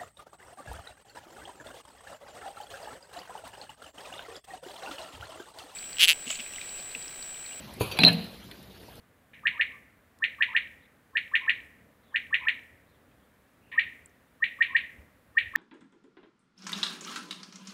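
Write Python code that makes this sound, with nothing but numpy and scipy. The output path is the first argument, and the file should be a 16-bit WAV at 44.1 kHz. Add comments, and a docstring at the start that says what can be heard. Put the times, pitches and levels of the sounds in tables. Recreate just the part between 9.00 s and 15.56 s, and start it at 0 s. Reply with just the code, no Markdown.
"""A quiet outdoor floor is heard first, then the sound cuts in on a quail's phrase, 'wet-my-lips', in a leafy yard.
Each note is one pure whistle: a soft low lead-in, a hold near 1.8 kHz, then a snapping whip upward.
A husky murmur comes before the last note of each phrase. Echoes and scattered sound surround the bird.
Later a second take, with the bird heard from a new spot, cuts in mid-phrase.
Behind it are gliding far-bird chirps, short noise ticks and dull bumps, fluttering rumble and steady hiss."""
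import sys
import numpy as np
from scipy import signal
from scipy.fft import rfft, irfft, next_fast_len
from scipy.io import wavfile
from scipy.ndimage import uniform_filter1d

SR = 44100
rng = np.random.default_rng(int(sys.argv[2]) if len(sys.argv) > 2 else 0)


def bounce(signal):
    """Save signal as a 16-bit WAV file at the path given by the first command-line argument."""
    frames = np.transpose(np.atleast_2d(signal))
    limited = np.clip(frames, -1, 1)
    pcm = np.round(limited * 32767).astype(np.int16)
    wavfile.write(sys.argv[1], SR, pcm)


N = 289296


def amp(db):
    """Turns decibels into a gain."""
    return 10 ** (np.asarray(db) / 20)


def evened(x):
    """Scales a sound to an average (rms) level of 1."""
    return x / np.sqrt(np.mean(x ** 2) + 1e-20)


def read(points, hz):
    """Reads a spectrum between its points, on a log-frequency axis."""
    f, value = np.transpose(points)
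    return np.interp(np.log(hz + 1), np.log(f), value)


def colour(x, points):
    """Makes each frequency louder or softer by a spectrum in dB."""
    size = next_fast_len(len(x) + 2048)
    gain = amp(read(points, np.fft.rfftfreq(size, 1 / SR)))
    return irfft(rfft(x, size) * gain, size)[:len(x)]


def band(count, hz, octaves):
    """Makes noise whose spectrum is a bell around one frequency."""
    f = np.fft.rfftfreq(count, 1 / SR) + 1
    bell = np.exp(-.5 * (np.log2(f / hz) / octaves) ** 2)
    return evened(irfft(rfft(rng.standard_normal(count)) * bell, count))


def wander(count, per_s):
    """Joins random values by straight lines, per_s values each second."""
    t = np.arange(count) / SR
    knots = rng.standard_normal(4096)
    return np.interp(t * per_s, np.arange(len(knots)), knots)


def add(mix, s, sound):
    """Mixes a sound in, starting at s seconds."""
    part = mix[max(round(s * SR), 0):][:len(sound)]
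    part += sound[:len(part)]


# Quail phrases: middle_note_s, level_db, opening_note_db (added to the level), held_pitch_hz,
# length_factor, murmur_level_db
QUAIL_PHRASES = [(0.4708, -15, -10, 1818, 1.07, -50), (1.4246, -14, -2.5, 1828, 1.12, -47.5),
                 (2.3548, -14, -3, 1824, 1.106, -47), (3.3443, -15, -2.5, 1828, 1.08, -47),
                 (4.6532, -15, -3, 1850, 1.04, -50.5), (5.6246, -15, -2.5, 1853, 1.09, -52),
                 (6.5695, -11.5, -3.5, 1850, .98, -53)]
# Notes of every phrase, 'wet', 'my', 'lips': offset_s from the middle note, pitch_factor, lead_in_db
THREE_NOTES = [(-.1838, .999, -6), (0, 1, 0), (.1413, 1.005, -1.5)]
# One more murmur after the first phrase: start_s, length_s, first_pitch_hz, last_pitch_hz, level_db
TRAILING_MURMUR = (.689, .075, 1086, 1150, -57)
# Edit cuts where each take of the bird opens abruptly: time_s
TAKE_OPENS = [0.333, 4.716]
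# Colour of the direct path and echoes in each take: frequency_hz, gain_db
FIRST_PATH = [(1000, 0), (1600, -0.5), (1830, 1.5), (2100, -9), (2600, -0.1), (3200, -5), (4200, -0.8)]
SECOND_PATH = [(1000, -4), (1600, 0.5), (1830, 5.5), (2100, -3), (2600, -5.5), (3200, -11.5), (4200, -2.5)]
# Single echoes in each take: delay_ms, level_db
FIRST_ECHOES = [(2.42, -9.5), (5.57, -11), (8.39, -15), (16.08, -14), (35.61, -21), (41.27, -28),
                (107.7, -27)]
SECOND_ECHOES = [(1.73, -6.5), (8.07, -9.5), (14.72, -20), (16.63, -13.5), (35.03, -21), (84.8, -26),
                 (97.1, -29.5), (139, -30.5)]
SECOND_TAKE_S = 4.4  # calls from this time on belong to the second take
# The murmur: its start before the last note's whip, its length, and its pitch at each end
MURMUR_AHEAD_S, MURMUR_S, MURMUR_FROM_HZ, MURMUR_TO_HZ = .097, .08, 1010, 1043


def quail():
    """Sings three notes and a murmur per phrase, in two takes with different paths and echoes."""
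    voice, t = np.zeros(N), np.arange(N) / SR
    for s, db, opening_db, hz, length, murmur_db in QUAIL_PHRASES:
        for k, (offset_s, pitch, lead_db) in enumerate(THREE_NOTES):
            note_db = db + opening_db * (k == 0)
            add(voice, *note(s + offset_s, note_db, hz * pitch, length, lead_db))
        murmur_start = s + THREE_NOTES[-1][0] - MURMUR_AHEAD_S
        add(voice, murmur_start, amp(murmur_db) * murmur(MURMUR_S, MURMUR_FROM_HZ, MURMUR_TO_HZ))
    s, length, first_hz, last_hz, db = TRAILING_MURMUR
    add(voice, s, amp(db) * murmur(length, first_hz, last_hz))
    first = yard(voice * (t < SECOND_TAKE_S), FIRST_PATH, FIRST_ECHOES, near_db=-3.0, far_db=-19.5)
    second = yard(voice * (t >= SECOND_TAKE_S), SECOND_PATH, SECOND_ECHOES, near_db=-4.5, far_db=-19.5)
    # each take is muted until its edit cut, then opens within 2 ms
    return sum(take * np.clip((t - cut) / .002, 0, 1) for take, cut in zip((first, second), TAKE_OPENS))


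# Times here are stretched by the phrase's length factor; pitches are factors on the held pitch.
LEAD_S, LEAD_FROM, LEAD_TO, LEAD_DB = .017, .555, .71, -29  # soft low lead-in
HOLD_S, ATTACK_S, SCOOP_S = .0199, 0.016, .0033  # the whistle swells and scoops up to its held pitch
# Then it leaps along an S-curve: top pitch factor, steepest moment, time scale
WHIP_TOP, WHIP_MID_S, WHIP_S = 2.854, 0.0018, .0017
CREST_DB, CREST_S, RELEASE_S = 1.5, 0.0019, 0.0014  # a last push as it leaps, then it dies


def whistle(t):
    """Gives pitch factor, whistle gain and lead-in gain; t is in unstretched seconds from the whip."""
    held = np.maximum(t + HOLD_S, 0)
    lead = np.clip((t + HOLD_S + LEAD_S) / LEAD_S, 0, 1)
    pitch = LEAD_FROM + (LEAD_TO - LEAD_FROM) * lead
    pitch += (1 - LEAD_TO) * (1 - np.exp(-held / SCOOP_S))
    pitch += (WHIP_TOP - 1) / (1 + np.exp((WHIP_MID_S - t) / WHIP_S))
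    attack = np.sin(np.pi / 2 * np.minimum(held / ATTACK_S, 1)) ** 2
    crest = amp(CREST_DB * np.exp(-.5 * (t / CREST_S) ** 2))
    release = np.exp(-.5 * (np.maximum(t, 0) / RELEASE_S) ** 2)
    return pitch, attack * crest * release, amp(LEAD_DB) * np.sin(np.pi * lead)


def note(s, db, hz, length, lead_db, hold_db=-1.86, jitter=0.014, hoarse=0.055, second_db=-55, third_db=-63,
         snap_db=0, snap_hz=2350, snap_s=0.00036, hiss_db=-62, hiss_hz=8100, fizz_db=-57, fizz_hz=6100):
    """A near-pure whistle that holds, then whips upward with a snap, with a trace of overtones and hiss."""
    whip = int((LEAD_S + HOLD_S) * length * SR)  # samples before the whip
    t = np.arange(-whip, SR // 100) / SR
    pitch, gain, lead_gain = whistle(t / length)
    low = t < -HOLD_S * length  # the lead-in is hoarse
    shake = 1 + (jitter + hoarse * low) * wander(len(t), 500)
    phase = 2 * np.pi * np.cumsum(hz * pitch * shake) / SR
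    tone = np.sin(phase) + amp(second_db) * np.sin(2 * phase) + amp(third_db) * np.sin(3 * phase)
    tone += amp(hiss_db) * band(len(t), hiss_hz, .12)
    # a very short burst of tone at the whip, in step with the whistle there
    snap_shape = np.exp(-.5 * (t / snap_s) ** 2)
    snap = amp(snap_db) * snap_shape * np.sin(phase[whip] + 2 * np.pi * snap_hz * t)
    fizz = amp(fizz_db) * band(len(t), fizz_hz, 0.1) * np.exp(-.5 * (t / 0.0031) ** 2)
    body = tone * (amp(hold_db) * gain + amp(lead_db) * lead_gain)
    return s + t[0], amp(db) * (body + snap + fizz)


def murmur(length, first_hz, last_hz, rasp_db=4, rasp_hz=2250, husk_db=-4):
    """A low husky tone that swells, with noise around its pitch and a rasp above it."""
    tone = glide(length, first_hz, last_hz, rough=.045, swell_db=7)
    count = len(tone)
    noise = amp(rasp_db) * band(count, rasp_hz, 0.17) + amp(husk_db) * band(count, first_hz, 0.1)
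    flicker = amp(3.0 * wander(count, 200))
    return (tone + noise * signal.windows.hann(count)) * flicker


def glide(length, first_hz, last_hz, rough, swell_db):
    """A wavering tone that slides in pitch and swells toward its end."""
    count = int(length * SR)
    hz = np.linspace(first_hz, last_hz, count) * (1 + rough * wander(count, 400))
    shape = signal.windows.tukey(count, .3) * amp(np.linspace(-swell_db, 0, count))
    return shape * np.sin(2 * np.pi * np.cumsum(hz) / SR)


# Colour of the scattered sound of the yard: frequency_hz, gain_db
SCATTER_COLOUR = [(1000, 0), (1600, 9), (1830, -4.5), (2100, 3.5), (2600, -5), (3200, -5), (4200, 2),
                  (4700, -1.5), (8000, 8.5)]


def yard(x, path, echoes, near_db, far_db, near_t60=0.21, far_t60=0.72, damping=0.5, clump_db=0.5):
    """Direct sound, single reflections, clumped scatter from close things and a faint far tail."""
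    t = np.arange(SR) / SR
    direct = np.zeros(SR)
    direct[0] = 1
    for ms, db in echoes:
        direct[round(ms * SR / 1000)] += amp(db)
    # two sets of random reflections, about 2000 a second, uneven in strength
    signs = rng.choice([-1., 1.], (2, SR))
    present = rng.random((2, SR)) < 2000 / SR
    taps = signs * present * amp(clump_db * wander(SR, 180))
    near = taps[0] * amp(-60 * t / near_t60) * (t > .002)
    hz, at, z = signal.stft(taps[1], SR, nperseg=256)
    t60 = far_t60 * (np.maximum(hz, 1800) / 1800)[:, None] ** -damping  # leaves soak up the treble
    far = signal.istft(z * amp(-60 * at / t60), SR, nperseg=256)[1][:SR]
    far = far * np.minimum(t / 0.026, 1)
    tail = amp(near_db) * near / np.linalg.norm(near) + amp(far_db) * far / np.linalg.norm(far)
    reflected = signal.fftconvolve(colour(x, path), direct)[:N]
    scattered = signal.fftconvolve(colour(x, SCATTER_COLOUR), tail)[:N]
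    return reflected + scattered


# Chirps of far small birds: start_s, length_s, first_pitch_hz, last_pitch_hz, level_db
FAR_CHIRPS = [(1.793, 0.079, 3440, 3780, -66), (3.019, 0.14, 3923, 3108, -67.5),
              (3.864, .11, 4250, 3330, -71.5), (4.192, 0.0574, 3384, 3315, -73.5),
              (4.613, 0.1, 2620, 2670, -66.5)]
# Small ticks: time_s, centre_hz, width_octaves, length_s, level_db
SMALL_TICKS = [(0.347, 3026, 1.8, 0.00073, -70), (1.189, 6500, 0.89, 0.0012, -58.5),
               (4.118, 2300, 0.46, 0.0044, -68), (5.06, 7845, 0.21, 0.00063, -47),
               (5.096, 6110, 0.11, 0.00077, -60)]
# Soft dull bumps: time_s, centre_hz, width_octaves, length_s, level_db
DULL_BUMPS = [(0.471, 170, .45, 0.045, -61), (0.601, 523, 0.67, 0.007, -58),
              (2.85, 181, 0.41, 0.034, -62.5), (3.74, 85, 0.346, 0.02, -61), (4.85, 84.6, .4, 0.031, -64),
              (5.99, 70.3, .4, .025, -58.5), (6.48, 69.6, .5, 0.049, -60)]


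def small_sounds():
    """Far chirps are gliding tones; ticks and bumps are short puffs of narrow noise."""
    out = np.zeros(N)
    for s, length, first_hz, last_hz, db in FAR_CHIRPS:
        add(out, s, amp(db) * glide(length, first_hz, last_hz, rough=0.075, swell_db=6.5))
    t = np.arange(-SR // 4, SR // 4) / SR
    for s, hz, octaves, length, db in SMALL_TICKS + DULL_BUMPS:
        puff = band(len(t), hz, octaves) * np.exp(-.5 * (t / length) ** 2)
        add(out, s + t[0], amp(db) * puff)
    return out


# Shape of the distant rumble and rustle: frequency_hz, relative_level_db (per Hz)
AIR_COLOUR = [(20, -31.5), (35, -15.5), (55, -1), (80, 1.5), (150, -3.5), (260, -1), (360, -9), (510, -6),
              (850, -14), (1800, -15), (2700, -24), (3800, -28.5), (5000, -38.5), (9000, -69)]
AIR_DB = -60.5  # before the low part is turned down and flutters


def air(split_hz=900, flutter_db=1.5, rumble_db=-3):
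    """Outdoor floor: coloured noise whose low part flutters while the rest stays even."""
    noise = amp(AIR_DB) * evened(colour(rng.standard_normal(N), AIR_COLOUR))
    low = signal.sosfiltfilt(signal.butter(2, split_hz, fs=SR, output="sos"), noise)
    return noise - low + low * amp(rumble_db + flutter_db * wander(N, 18))


# Shape of the microphone hiss: frequency_hz, relative_level_db (per Hz)
HISS_COLOUR = [(3000, -3), (6000, -3), (8000, -1.5), (11000, 0), (15000, -0.5)]
HISS_DB = -73.5  # before the noise suppressor lifts it


def microphone_hiss():
    """Steady coloured noise from the microphone."""
    return amp(HISS_DB) * evened(colour(rng.standard_normal(N), HISS_COLOUR))


def scene():
    """Everything at the microphone."""
    return (quail() + small_sounds() + air() + microphone_hiss())[None]


EDGE_HZ = 15750  # upper limit of the sound


def record(dry, open_db=-55, lift_db=5.0, bass_lift_db=3, smooth_s=0.026):
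    """A noise suppressor lifts treble and bass during and just after loud sound; then the band limit."""
    power_db = 10 * np.log10(abs(uniform_filter1d(dry[0] ** 2, size=800)) + 1e-12)
    loud = np.clip((power_db - open_db) / 12 + .5, 0, 1)
    r = np.exp(-1 / (smooth_s * SR))
    opened = np.minimum(1.2 * signal.lfilter([1 - r], [1, -r], loud), 1)  # opens and closes smoothly
    treble = colour(dry[0], [(3800, -60), (4500, -12), (5200, 0)])
    bass = colour(dry[0], [(600, 0), (850, -10), (1100, -60)])
    out = dry + treble * (amp(lift_db * opened) - 1) + bass * (amp(bass_lift_db * opened) - 1)
    low_pass = signal.firwin(511, EDGE_HZ, window=("kaiser", 9), fs=SR)
    return signal.oaconvolve(out, low_pass[None], "same")


dry = scene()
out = record(dry)
bounce(out)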